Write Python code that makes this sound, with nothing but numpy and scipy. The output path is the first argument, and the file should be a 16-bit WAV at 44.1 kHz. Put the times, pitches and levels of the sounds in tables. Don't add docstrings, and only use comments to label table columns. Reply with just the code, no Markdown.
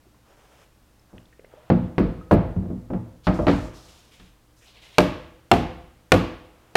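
import sys
import numpy as np
from scipy import signal
from scipy.fft import rfft, irfft
from scipy.io import wavfile
from scipy.ndimage import map_coordinates

SR = 44100
rng = np.random.default_rng(int(sys.argv[2]) if len(sys.argv) > 2 else 0)


def level_to_linear(level):
    exponent = np.asarray(level, float) / 20
    return 10 ** exponent


def materialize(psi):
    bounded = np.clip(np.atleast_2d(psi).T, -1, 1)
    quanta = np.round(bounded * 32767).astype(np.int16)
    wavfile.write(sys.argv[1], SR, quanta)


N = 298116


def unit(x):
    return x / np.sqrt(np.mean(x ** 2) + 1e-20)


def along(points, hz):
    f, v = np.transpose(sorted(points))
    return np.interp(np.log(hz + 1), np.log(f + 1), v)


def noise(size, gain):
    hz = np.fft.rfftfreq(size, 1 / SR)
    return irfft(rfft(rng.standard_normal(size)) * gain(hz), size)


def wobble(rate):
    knots = rng.standard_normal(int(N * rate / SR) + 4)
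    return map_coordinates(knots, [np.arange(N) * rate / SR])


def add(track, s, sound):
    part = track[round(s * SR):][:len(sound)]
    part += sound[:len(part)]


def held(start, length, attack, during_db, release_db_per_s):
    t = np.arange(N) / SR - start
    drift_db = during_db * np.clip(t / length, 0, 1) - release_db_per_s * np.clip(t - length, 0, None)
    return np.clip(t / attack, 0, 1) * level_to_linear(drift_db)


def background():
    # (frequency [Hz], relative density [dB per Hz])
    air_colour = [(12, -38), (20, -4), (63, -10), (243, -14), (264, -26), (295, -9.5), (380, -20),
                  (476, -17), (563, -19.5), (1310, -23.5), (2050, -27.5), (15000, -37), (16300, -41.5)]
    # (frequency [Hz], level relative to one another [dB])
    hum_partials = [(59.2, -68), (118.4, -71), (242.2, -78.5), (301.5, -84)]
    air_db, hum_raise_db = -60.5, 6.5
    t = np.arange(N) / SR
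    air_level = level_to_linear(air_db + 0.21 * wobble(0.83))
    air = air_level * unit(noise(N, lambda f: level_to_linear(along(air_colour, f))))
    hum = np.zeros(N)
    for hz, db in hum_partials:
        level = level_to_linear(db + hum_raise_db + 0.87 * wobble(10.0))
        hum += level * np.sin(2 * np.pi * hz * t + 1.2 * wobble(26))
    return air + hum


def in_shop(x, sent, gap):
    # (frequency [Hz], t60 [s])
    shop_t60 = [(60, 0.23), (250, 0.46), (700, 0.51), (2000, 0.57), (3000, 0.59), (5000, 0.51),
                (9000, 0.31), (14000, 0.33)]
    # (frequency [Hz], relative level [dB])
    echo_colour = [(60, -20), (400, -7.5), (2000, -10.5), (8000, -13.5), (14000, -11.5)]
    # (delay [s], level [dB])
    wall_s, wall_db = (.0215, -16.5)
    hz, t, z = signal.stft(rng.standard_normal(SR * 4 // 5), SR, nperseg=512)
    fall_db = -60 * t / along(shop_t60, hz)[:, None]
    fade = level_to_linear(fall_db) + level_to_linear(-17.5 + fall_db * 0.56)
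    fade *= level_to_linear(along(echo_colour, hz))[:, None] / np.linalg.norm(fade, axis=1, keepdims=True)
    tail = signal.istft(z * fade, SR, nperseg=512)[1] / 16
    tail = tail * np.clip(np.arange(len(tail)) / SR / gap - .5, 0, 1)
    out = signal.fftconvolve(sent, tail)
    add(out, 0, x)
    add(out, wall_s, level_to_linear(wall_db) * x)
    return out


def ticks():
    # (time [s], level before the decay [dB], pitch [Hz], t60 [s], scratch share [rms over pitch amplitude])
    tick_rows = [(.055, -51, 650, 0.021, 0.7), (0.067, -46, 360, 0.045, .1), (.145, -54, 1025, 0.022, .5),
                 (.9956, -55, 5270, 0.015, .5), (1.181, -51.5, 2510, .012, 2.9),
                 (1.256, -50.5, 3620, .015, 0.5), (1.327, -51, 1850, 0.049, 0.54),
                 (1.394, -32, 440, 0.015, 0.5), (1.395, -57, 1970, 0.02, 1.9),
                 (1.445, -29.5, 444, 0.014, 0.59), (1.447, -48, 2074, 0.033, 0.58),
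                 (1.538, -29.5, 488, 0.015, 0.19), (1.573, -42.5, 610, 0.091, 0.29),
                 (2.212, -41, 1270, 0.09, 0.051)]
    out, t = np.zeros(N), np.arange(SR // 10) / SR
    for s, db, hz, t60, rough in tick_rows:
        scratch = unit(noise(len(t), lambda f: 1 / (1 + (np.log(f / hz + 1e-9) / 0.32) ** 4)))
        click = np.sin(2 * np.pi * hz * t) + rough * scratch
        decay = level_to_linear(db - 60 * t / max(t60, .004))
        onset = 1 - np.exp(-t * hz / 0.31)
        add(out, s, click * decay * onset)
    return in_shop(out, level_to_linear(1.5) * out, gap=.012)[:N]


def slides():
    # (start [s], length [s], rasp level before the stutter [dB], rasp pitch [Hz], hiss over rasp [dB])
    strokes = [(3.231, 0.047, -54, 3470, -6.5), (3.33, 0.18, -63.5, 4380, 2.5),
               (3.486, 0.19, -56.5, 5200, -2.5), (3.73, 0.13, -57, 4100, -2),
               (3.878, 0.21, -60.5, 3300, -2.5), (4.106, 0.16, -58.5, 2780, -6),
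               (4.557, 0.045, -67.5, 5460, 2), (4.609, .05, -60.5, 2340, -4),
               (4.658, 0.052, -61, 3240, -16), (4.738, 0.056, -57, 2880, -16.5),
               (4.812, .11, -54, 2790, -9.5), (4.929, 0.041, -57, 2800, -11.5)]
    # (start [s], length [s], rumble level [dB], rasp over rumble [dB], hiss over rumble [dB])
    scuffs = [(0.244, 0.39, -60.5, -3.5, -7), (1.072, 0.14, -62.5, -20, -11),
              (1.478, 0.38, -60.5, -2.5, -23), (6.474, 0.26, -63.5, -6.5, -15.5)]
    # rumble, rasp, hiss [dB]
    scuff_growth = [0.5, 7.5, 8]
    # (frequency [Hz], relative level [dB])
    slide_bands = [
        [(200, -18.5), (400, 1.5), (650, 1.5), (900, -0.5), (1600, -4.5), (2500, -27.5)],
        [(3500, -35), (5000, 5.5), (7000, 2.5), (9000, -2), (13000, -8), (16000, -15.5)],
    ]
    grip_s, ease_db_per_s, let_go_db_per_s = 0.017, 21, 150.5
    stroke_rumble_db = -7.5
    scuff_hz, scuff_start_s, scuff_stop_db_per_s = 2400, 0.032, 300

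    gains = np.zeros((3, N))
    for s, length, db, _, hiss_db in strokes:
        touch = held(s, length, grip_s, -ease_db_per_s * length, let_go_db_per_s)
        gains += level_to_linear(db + np.array([[stroke_rumble_db], [0], [hiss_db]])) * touch
    for s, length, db, rasp_db, hiss_db in scuffs:
        grows_db = np.array(scuff_growth)[:, None]
        touch = held(s, length, scuff_start_s, grows_db, scuff_stop_db_per_s)
        gains += level_to_linear(db - grows_db + np.array([[0], [rasp_db], [hiss_db]])) * touch
    stutter_db = .9 * wobble(40) + 0.57 * wobble(480)

    layers = []
    for band in slide_bands:
        closed = [(20, -120), *band, (22000, -120)]
        layers.append(noise(N, lambda f: level_to_linear(along(closed, f))))
    hz, t, z = signal.stft(rng.standard_normal(N), SR, nperseg=512)
    pitches = [(r[0], r[3]) for r in strokes] + [(r[0], scuff_hz) for r in scuffs]
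    starts, pitch = np.transpose(sorted(pitches))
    centre = pitch[np.clip(np.searchsorted(starts, t) - 1, 0, None)]
    hump = 1 / (1 + (np.log((hz[:, None] + 1) / centre) / 0.44) ** 4)
    rasp = signal.istft(z * hump / np.sqrt(centre), SR, nperseg=512)[1][:N]
    layers.insert(1, rasp)
    return level_to_linear(stutter_db) * sum(g * unit(x) for g, x in zip(gains, layers))


def crackles():
    # (start [s], length [s], level before filter and fade [dB])
    runs = [(1.694, .002, -55.5), (1.993, .006, -39.5), (2.3176, .036, -33.5)]
    gap_s, fade_db_per_s, spread_db = 0.0043, 204, 3.5
    out, t = np.zeros(N), np.arange(SR // 100) / SR
    for start, length, db in runs:
        luck = rng.standard_normal((10, 2))
        for k, (shift, size) in enumerate(luck):
            late = gap_s * (k + .15 * shift * (k > 0))
            fizz = noise(len(t), lambda f: 1 / (1 + (2500 / (f + 1)) ** 4) / (1 + f / 9000))
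            level = level_to_linear(db - fade_db_per_s * late + spread_db * size) * (late < length)
            pulse = np.exp(-((t - .003) / .0005) ** 2)
            add(out, start + late - .003, level * fizz * pulse)
    return out


def blows(rows, colour_hz, contact, boom_db, ring_db, echo_db, ms, edge):
    # (nominal frequency [Hz], relative level [dB], t60 [s])
    cone_modes = [(46.24, -7.5, 0.7), (54.5, 1, 0.59), (77, -11.5, 0.97), (93.8, 3.5, 0.32),
                  (115.3, -1, 0.55), (155, -6, 0.43), (171, -15, 0.87), (182.9, 3, 0.29), (208, -3, 0.24),
                  (241.3, -5.5, 0.4), (283, -3.5, 0.3), (313.5, -4.5, 0.32), (319.6, -20.5, 0.76),
                  (343.4, -1, 0.19), (411.6, -5.5, 0.18), (469, -6, 0.16), (502, -21, .8),
                  (522.1, -5.5, 0.23), (611, -3.5, 0.16), (685, -6, 0.22), (750.4, -5.5, 0.12),
                  (845, -18, 0.42), (974, -15.5, 0.13), (1090, -25, .6), (1156, -8.5, 0.06),
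                  (1430, -10.5, 0.097), (1626, -16, 0.13)]
    boom_hz, boom_grows = 50, 0.63
    below_drum, below_drum_db = 0.58, -8
    seated_s, seated_boom_db, clack_hz, seated_clack_db = 3.2, 4.5, 1200, 3

    out, t = np.zeros(N), np.arange(SR * 2 // 3) / SR
    f = np.fft.rfftfreq(len(t), 1 / SR)
    hz, mode_db, t60 = np.transpose(cone_modes)[:, :, None]
    bumps = np.clip(1 - np.abs(t / .03 - np.arange(24)[:, None]), 0, 1)
    swell = 1 - np.exp(-t * hz / 0.6)
    lasts = np.array([[ms], [ms * 0.5]]) / 1000
    pressed = np.clip(t / 0.00045, 0, 1) / (1 + (t / lasts) ** edge)
    treble = 1 / (1 + (3000 / (f + 1)) ** 4)
    for s, *colour, drum_hz in rows:
        seated = s > seated_s
        drum_db = colour[-1]
        strike = [*zip(colour_hz + [drum_hz], colour),
                  (below_drum * drum_hz, drum_db + below_drum_db),
                  (boom_hz, boom_db + boom_grows * drum_db + seated_boom_db * seated)]
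        clack_db = seated_clack_db * seated / (1 + (np.log((f + 1) / clack_hz) / 0.16) ** 2)

        luck = rng.standard_normal((2, len(hz), 1))
        waver = rng.standard_normal((2, len(hz), len(bumps))) @ bumps
        size_db = mode_db + along(strike, hz) + 2.4 * luck[0] + 2.51 * waver[0] + ring_db
        size = level_to_linear(size_db - 60 * t / t60)
        turn = 2 * np.pi * hz * (1 + 0.0073 * luck[1]) * t
        turn = turn + 0.78 * (1 + hz / 400) * (waver[1] - waver[1][:, :1])
        ring = np.sum(size * swell * np.sin(turn), axis=0)

        slope = level_to_linear(along(strike, f) + along(contact, f) + clack_db)
        slope = slope * f / (f + 500) * np.sqrt(2400 / (f + 50))
        parts = slope * np.array([1 - treble, treble])
        bursts = irfft(rfft(rng.standard_normal(len(t))) * parts, len(t))
        chatter = np.sum(pressed * bursts, axis=0)
        even = irfft(slope, len(t)) * np.linalg.norm(pressed[0])
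        spread = np.roll(even, round(ms * SR / 2000))
        spread[len(t) // 2:] = 0
        add(out, s, in_shop(ring + chatter, ring + level_to_linear(echo_db) * spread, gap=0.0049))
    return out


def knocks():
    # (time [s], knock [relative dB], snap [relative dB], drum [relative dB], drum pitch [Hz])
    knock_rows = [(1.13, -41.5, -98, -38, 132), (1.701, -15, -37.5, -4.5, 193),
                  (1.981, -17, -33.5, -4.5, 219), (2.311, -8.5, -34, -5.5, 250),
                  (2.324, -23, -40.5, -2, 180), (2.564, -34.5, -77, -16, 173), (2.624, -38, -80, -24, 183),
                  (2.655, -45.5, -70, -26, 191), (2.702, -34, -70, -19, 184),
                  (2.902, -27.5, -66, -17.5, 171), (2.934, -25.5, -56.5, -21.5, 187),
                  (3.269, -13, -30.5, -13.5, 172), (3.39, -17.5, -60, -17.5, 163),
                  (3.468, -14.5, -30.5, -7, 350), (3.481, -16.5, -26.5, -19, 417),
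                  (3.497, -28, -34, -22, 273), (3.514, -40, -35, -21, 283), (4.198, -54, -50.5, -45, 131)]
    knock_hz = [700, 4000]
    # (frequency [Hz], relative level [dB])
    rim = [(300, 7.5), (1200, 11.5), (2500, 10.5), (4500, 9), (6000, -3), (9000, -12.5), (16000, -20)]
    return blows(knock_rows, knock_hz, rim, boom_db=-17, ring_db=-6.0, echo_db=5.5, ms=8, edge=1.416)


def slaps():
    # (time [s], knock [relative dB], snap [relative dB], drum [relative dB], drum pitch [Hz])
    slap_rows = [(4.983, -6, -13, -14, 161), (5.5145, -6, -15, -6, 344), (6.119, -5, -13, -7.5, 323),
                 (6.754, -10, -14.5, -12.5, 312)]
    slap_hz = [1000, 5000]
    # (frequency [Hz], relative level [dB])
    palm = [(300, 15), (700, 10), (1600, 7.5), (2800, 12), (5000, 6.5), (9000, -0.5), (13000, -3.5),
            (16000, -16.5)]
    return blows(slap_rows, slap_hz, palm, boom_db=-19.5, ring_db=-4.5, echo_db=1.0, ms=7.9, edge=3.7)


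def scene():
    return (background() + ticks() + slides() + crackles() + knocks() + slaps())[None]


def roll_off(x):
    return signal.sosfilt(signal.butter(12, 16450, fs=SR, output="sos"), x)


def record(dry):
    knee, squeeze, rail = .55, .3, .96
    beyond_knee = dry - np.clip(dry, -knee, knee)
    bent = dry - squeeze * beyond_knee
    return roll_off(np.clip(bent, -rail, rail))


dry = scene()
out = record(dry)
materialize(out)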